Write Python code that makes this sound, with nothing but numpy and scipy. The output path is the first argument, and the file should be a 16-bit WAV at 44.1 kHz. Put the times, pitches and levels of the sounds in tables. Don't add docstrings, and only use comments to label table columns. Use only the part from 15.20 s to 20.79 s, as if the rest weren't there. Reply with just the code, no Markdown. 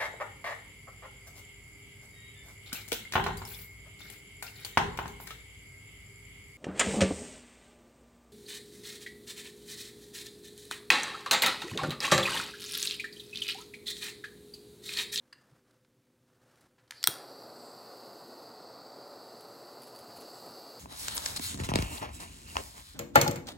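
import sys
import numpy as np
from scipy import signal
from scipy.fft import rfft, irfft
from scipy.io import wavfile
from scipy.ndimage import uniform_filter1d, map_coordinates

SR = 44100
rng = np.random.default_rng(int(sys.argv[2]) if len(sys.argv) > 2 else 0)


def materialize(psi):
    bounded = np.clip(np.atleast_2d(psi).T, -1, 1)
    quanta = np.round(bounded * 32767).astype(np.int16)
    wavfile.write(sys.argv[1], SR, quanta)


N = 246737
TIME, HZ = np.arange(N) / SR, np.fft.rfftfreq(N, 1 / SR)
VALVE_S, VALVE_RISE_S = 1.71, 0.076
LIT_S, CATCH_S = 1.872, 0.018

# frequency in Hz, relative level in dB.
AIR_SPECTRUM = [(15, -51), (25, -24), (86, -20), (122, -4), (178, -15.5), (233, -11.5), (267, -12),
                (389, -13.5), (421, -22), (509, -13.5), (598, -25.5), (9550, -36.5), (15500, -39.5)]
RUB_SPECTRUM = [(150, 2.5), (400, 2), (900, -1.5), (1450, 0), (2400, -11), (4500, -12.5), (9000, -16),
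                (15000, -24.5)]
KNOCK_SPECTRUM = [(150, -32), (450, -18.5), (900, -5.5), (1700, 1.5), (2600, -1.5), (4500, 1.5),
                  (7500, -5.5), (8900, -5.5), (11500, -10), (16000, -19)]
JET_SPECTRUM = [(1500, -17.5), (2700, 4), (3300, -6), (5400, -5), (6300, 4.5), (7100, -8), (9400, -9.5),
                (12200, -5), (13200, 7), (14000, 2), (14700, 0.5), (15700, 1.5), (16300, -2)]
ROAR_SPECTRUM = [(50, -22), (80, -24), (120, -15), (200, -9), (260, -3.5), (450, 0.5), (760, -1),
                 (900, -4.5), (1100, -6.5), (1380, -8), (1680, -19), (1950, -17.5), (2300, -27.5),
                 (5000, -54)]
CRACK_SPECTRUM = [(150, -26), (700, -8), (1200, -1), (2700, 1), (5500, 0.5), (7200, -2), (9500, 1),
                  (13000, -1), (16000, -11)]
HAIR_SPECTRUM = [(500, -24), (2500, 1), (5000, -3), (8000, -3), (10000, 6), (12000, 0), (13500, -1),
                 (16000, -5)]
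# frequency in Hz, level in dB.
HUM_TONES = [(120, -82), (242, -82.5), (388, -87.5), (511, -82)]
# start in seconds, length in seconds, level in dB.
RUB_STROKES = [(0, .16, -75.5), (0.162, 0.23, -70.5), (0.441, .13, -73.5), (1.054, 0.17, -74.5),
               (1.209, .26, -68), (1.58, .07, -75), (1.67, 0.087, -73)]
# frequency in Hz, half-width in Hz, relative level in dB.
GRIP_RESONANCES = [(1000, 200, -8), (1780, 230, 4), (2760, 130, -1), (3270, 200, -10), (4250, 130, -3),
                   (4800, 140, -2), (7000, 3700, -21), (8550, 260, -16)]
# start in seconds, level in dB, fade time in seconds.
ARM_BUMPS = [(0.315, -56.5, 0.024), (4.803, -55, 0.018), (4.878, -55.5, .04), (4.968, -54.5, .015),
             (5.258, -57.5, 0.037)]
# start in seconds, level in dB, contact time in seconds, treble tilt in dB per octave.
KNOCKS_AND_SCUFFS = [(.508, -63, .004, 1), (0.647, -59.5, 0.0028, -5), (1.356, -59.5, .003, 3),
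                     (1.408, -58.5, 0.0055, 7), (1.58, -60, 0.016, -7), (1.676, -60.5, .005, -2.5),
                     (1.7083, -29, 0.0018, -0.5), (1.7211, -40, 0.0018, -6), (1.8294, -23.5, .0005, 1.5),
                     (4.89, -57, .025, -7), (5.018, -48, .006, 2)]
# frequency in Hz, half-width in Hz, relative level in dB.
NOZZLE_RINGS = [
    [(4195, 253, -6.5), (4623, 384, 0.5), (4710, 220, -2)],
    [(7830, 680, 0)],
    [(11030, 850, 0)],
]
# time in seconds, treble level in dB, level of the first ring in dB.
JET_BEAM = [(2.15, -69.5, -57), (2.34, -70.5, -57.5), (2.79, -68, -57), (3.17, -70.5, -58),
            (3.48, -73, -57.5), (3.83, -71.5, -58), (4.72, -68.5, -58), (5.21, -64, -54.5),
            (5.55, -65, -54.5)]
# level in dB, share of the treble's swing that it follows.
UPPER_RING_LEVELS = [(-70, 0.49), (-72.5, 0.74)]
# middle in seconds, length in seconds, lift in dB.
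RING_SWELLS = [(2.45, 0.21, 6), (5.17, .18, 4)]
# time in seconds, distance moved in metres.
NOZZLE_TRAVEL = [(1.7, 0), (2, 0.013), (2.3, 0.049), (2.9, 0.054), (3.3, 0.06), (3.9, .14), (4.3, 0.171),
                 (4.9, 0.19), (5.59, 0.14)]
NEAR_SURFACES = [(.21, 0.826), (0.372, -0.617), (.58, 1.1), (.86, -0.876)]
# frequency in Hz, width in Hz, lift in dB.
STANDING_WAVES = [(129, 17, 4.5), (175, 23, 4), (246, 17, 4), (428, 13, 3.5), (569.5, 21, 4.5),
                  (706, 14, 5), (748, 6, 4), (1246, 12, 2)]
# frequency in Hz, relative level in dB, seconds to fade by 60 dB.
LATCH_MODES = [(1370, -19.5, 0.02), (1960, -13.5, 0.013), (3410, -11, 0.016), (4100, -15, 0.025),
               (4830, 2.5, 0.0058), (5580, -3, 0.01), (8300, 0, .006), (11800, 0, 0.0038),
               (13800, -13, .006), (15400, -8.5, .006)]
HAMMER_MODES = [(1340, -3.5, 0.018), (1970, -15.5, 0.012), (2740, -13, 0.0074), (3295, -4, 0.025),
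                (3850, 1, 0.0079), (5700, 2.5, 0.0076), (7970, -8, 0.0094), (8800, 1, 0.0081),
                (9400, -5, .008), (10520, 3.5, 0.0051), (12000, 4, 0.0058), (13050, 4.5, 0.0068),
                (14700, 2, 0.0086), (16000, -7, .007)]
POP_MODES = [(134, -3, 0.043), (347, 1, 0.025), (445, -2, 0.037), (830, -11, 0.023), (1340, -2, .02)]
# delay in seconds, relative level in dB.
CLICK_ECHOES = [(.0078, -23), (.0188, -28)]
# start in seconds, relative level in dB, fade time in seconds.
HAIR_BRUSHES = [(4.206, -53, 0.0054), (4.618, -50, .005), (4.63, -55, .015), (4.667, -54.5, 0.018),
                (4.747, -56, 0.016), (4.755, -44, 0.0021), (4.787, -54.5, .015), (4.96, -51.5, 0.018),
                (5.005, -55, .015), (5.261, -54, .007), (5.306, -56, .006)]
# frequency in Hz, seconds to fade by 60 dB.
ROOM_DECAY = [(150, .3), (1400, 0.69), (4000, 0.32), (9000, 0.35), (15000, 0.21)]
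# frequency in Hz, phase lag in radians.
RIGHT_PHASE_LAG = [(1500, 0), (2600, .05), (4400, .1), (8000, .22), (14000, .45)]


def amp(db):
    return 10 ** (np.asarray(db) / 20)


def unit(x):
    return x / np.sqrt(np.mean(x ** 2) + 1e-20)


def curve(points, hz=HZ):
    point_hz, value = np.transpose(points)
    return np.interp(np.log(hz + 1), np.log(point_hz + 1), value)


def shaped(x, gain):
    return irfft(rfft(x) * unit(gain), N)


def noise(gain):
    return unit(shaped(rng.standard_normal(N), gain))


def drift(rate_hz):
    return noise(np.exp(-(HZ / rate_hz) ** 2))


def humps(resonances):
    return np.sqrt(sum((amp(db) / (1 + ((HZ - hz) / width) ** 2)) ** 2 for hz, width, db in resonances))


def ramp(start, length):
    return np.clip((TIME - start) / length, 0, 1)


def burst(start, fade, rise):
    age = np.maximum(TIME - start, 0)
    return (1 - np.exp(-age / rise)) * np.exp(-np.minimum(age / fade, 100))


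def swell(middle, length):
    return np.exp(-(2 * (TIME - middle) / length) ** 2)


def ring(start, modes, rise):
    t = np.arange(SR // 10) / SR
    tones = sum((-1) ** k * amp(db - 60 * t / t60) * np.sin(2 * np.pi * hz * t)
                for k, (hz, db, t60) in enumerate(modes))
    out = np.zeros(N)
    out[round(start * SR):][:len(t)] = tones * (1 - np.exp(-(t / rise) ** 2))
    return out


def delayed(x, seconds):
    return map_coordinates(x, [(TIME - seconds) * SR], order=3)


def room_tone():
    hum = sum(amp(db) * np.sqrt(2) * np.sin(2 * np.pi * hz * TIME + 0.3 * drift(4))
              for hz, db in HUM_TONES)
    return amp(-71.96) * noise(amp(curve(AIR_SPECTRUM))) + hum


def rubbing():
    pressure = amp(-82.5) * (TIME < VALVE_S)
    for start, length, db in RUB_STROKES:
        release = np.exp(-np.maximum(TIME - start - length, 0) / 0.0226)
        pressure = np.hypot(pressure, amp(db) * ramp(start, 0.023) * release)
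    grain = amp(2 * drift(82))
    return pressure * grain * noise(amp(curve(RUB_SPECTRUM)))


def grip_creak():
    return amp(-39.5) * burst(0.1264, fade=0.0051, rise=0.0017) * noise(humps(GRIP_RESONANCES))


def arm_bumps():
    level = sum(amp(db) * burst(start, fade, fade / 3) for start, db, fade in ARM_BUMPS)
    return level * noise(humps([(136, 44, 0)]))


def knocks_and_scuffs():
    octaves = np.log2(np.maximum(HZ, 1000) / 4000)
    colour_db = curve(KNOCK_SPECTRUM)
    return sum(amp(db) * burst(start, contact, contact / 3) * noise(amp(colour_db + tilt * octaves))
               for start, db, contact, tilt in KNOCKS_AND_SCUFFS)


def gas_jet():
    times, treble_db, first_db = np.transpose(JET_BEAM)
    swing_db = np.interp(TIME, times, treble_db) + 70
    first = amp(np.interp(TIME, times, first_db)) * noise(humps(NOZZLE_RINGS[0]))
    second, third = (amp(db + share * swing_db) * noise(humps(resonances))
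                     for (db, share), resonances in zip(UPPER_RING_LEVELS, NOZZLE_RINGS[1:]))
    second *= amp(sum(db * swell(middle, length) for middle, length, db in RING_SWELLS))
    hiss = burner_warming(noise(amp(curve(JET_SPECTRUM))))
    hiss = amp(-66 + 0.71 * swing_db) * near_echoes(hiss)
    treble_gain = amp(-6.5 * (1 - ramp(LIT_S, CATCH_S)))
    jet = hand_shadow(first + treble_gain * (second + third + hiss))
    return jet * ramp(VALVE_S, VALVE_RISE_S) * amp(0.5 * drift(150))


def burner_warming(hiss):
    coldness = np.exp(-np.maximum(TIME - LIT_S, 0) / 0.22)
    speed = 1 - 0.22 * coldness + 0.016 * drift(1.6)
    return map_coordinates(hiss, [np.cumsum(speed)], order=5, mode="mirror")


def near_echoes(hiss, metres_per_second=343):
    moved = uniform_filter1d(np.interp(TIME, *np.transpose(NOZZLE_TRAVEL)), SR // 8)
    moved += 0.002 * drift(2)
    echoes = sum(delayed(hiss, (path + slope * moved) / metres_per_second)
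                 for path, slope in NEAR_SURFACES)
    return 0.88 * (hiss + 0.27 * echoes)


def flame_roar():
    lift_db = sum(db / (1 + (2 * (HZ - hz) / width) ** 2) for hz, width, db in STANDING_WAVES)
    roar = noise(amp(curve(ROAR_SPECTRUM) + lift_db))
    unlit_db = -16 * (1 - ramp(LIT_S, CATCH_S))
    flare_db = 3 * swell(5.28, length=0.074)
    flutter_db = 0.75 * drift(47)
    return roar * ramp(VALVE_S, VALVE_RISE_S) * amp(-51.5 + unlit_db + flare_db + flutter_db)


def snap(start, modes, crack_db, crack_fade, rise):
    crack = amp(crack_db) * burst(start, crack_fade, rise) * noise(amp(curve(CRACK_SPECTRUM)))
    return crack + amp(-12.5) * ring(start, modes, rise)


def igniter():
    latch = snap(1.8402, LATCH_MODES, crack_db=-20, crack_fade=0.001, rise=0.0003)
    hammer = snap(1.8729, HAMMER_MODES, crack_db=-7.5, crack_fade=0.0011, rise=0.00029)
    clicks = latch + hammer
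    return clicks + sum(amp(db) * delayed(clicks, delay) for delay, db in CLICK_ECHOES)


def gas_pop():
    return amp(-32) * ring(1.8842, POP_MODES, rise=0.0007)


def hand_shadow(jet, middle_s=3.55, length_s=0.47, dip_db=-7):
    band = irfft(rfft(jet) * np.exp(-((HZ - 11100) / 900) ** 2), N)
    cover = np.exp(-(2 * (TIME - middle_s) / length_s) ** 4)
    return jet + (amp(dip_db * cover) - 1) * band


def hair(slips_per_second=1200):
    pressure = sum(amp(db) * burst(start, fade, fade / 5) for start, db, fade in HAIR_BRUSHES)
    slips = rng.standard_normal(N) * (rng.random(N) < slips_per_second / SR)
    return amp(2) * shaped(unit(slips) * pressure, amp(curve(HAIR_SPECTRUM)))


def room(x, wet_db, delay_s=0.0061):
    echoes = rng.choice([-1., 1.], SR // 2) * (rng.random(SR // 2) < 5000 / SR)
    hz, t, spectra = signal.stft(echoes, SR, nperseg=256)
    decay = amp(-60 * t / curve(ROOM_DECAY, hz)[:, None])
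    tail = signal.istft(spectra * decay, SR)[1]
    tail = np.pad(tail / np.linalg.norm(tail), (round(delay_s * SR), 0))
    return x + amp(wet_db) * signal.fftconvolve(x, tail)[:N]


def scene():
    torch = room(igniter(), wet_db=-14.5) + room(gas_jet() + flame_roar() + gas_pop(), wet_db=-12)
    touches = room(knocks_and_scuffs() + grip_creak(), wet_db=-10.5) + rubbing() + arm_bumps() + hair()
    low_cut = signal.butter(4, 70, "highpass", fs=SR, output="sos")
    mono = signal.sosfilt(low_cut, torch + touches) + room_tone()
    return np.array([mono, mono])


def record(dry):
    rounded = np.tanh(dry)
    lag = np.array([[0], [1]]) * curve(RIGHT_PHASE_LAG)
    pair = irfft(rfft(rounded) * np.exp(-1j * lag), N)
    high_cut = signal.firwin(901, 15880, window=("kaiser", 8), fs=SR)
    return signal.oaconvolve(pair, high_cut[None], "same")


dry = scene()
out = record(dry)
materialize(out)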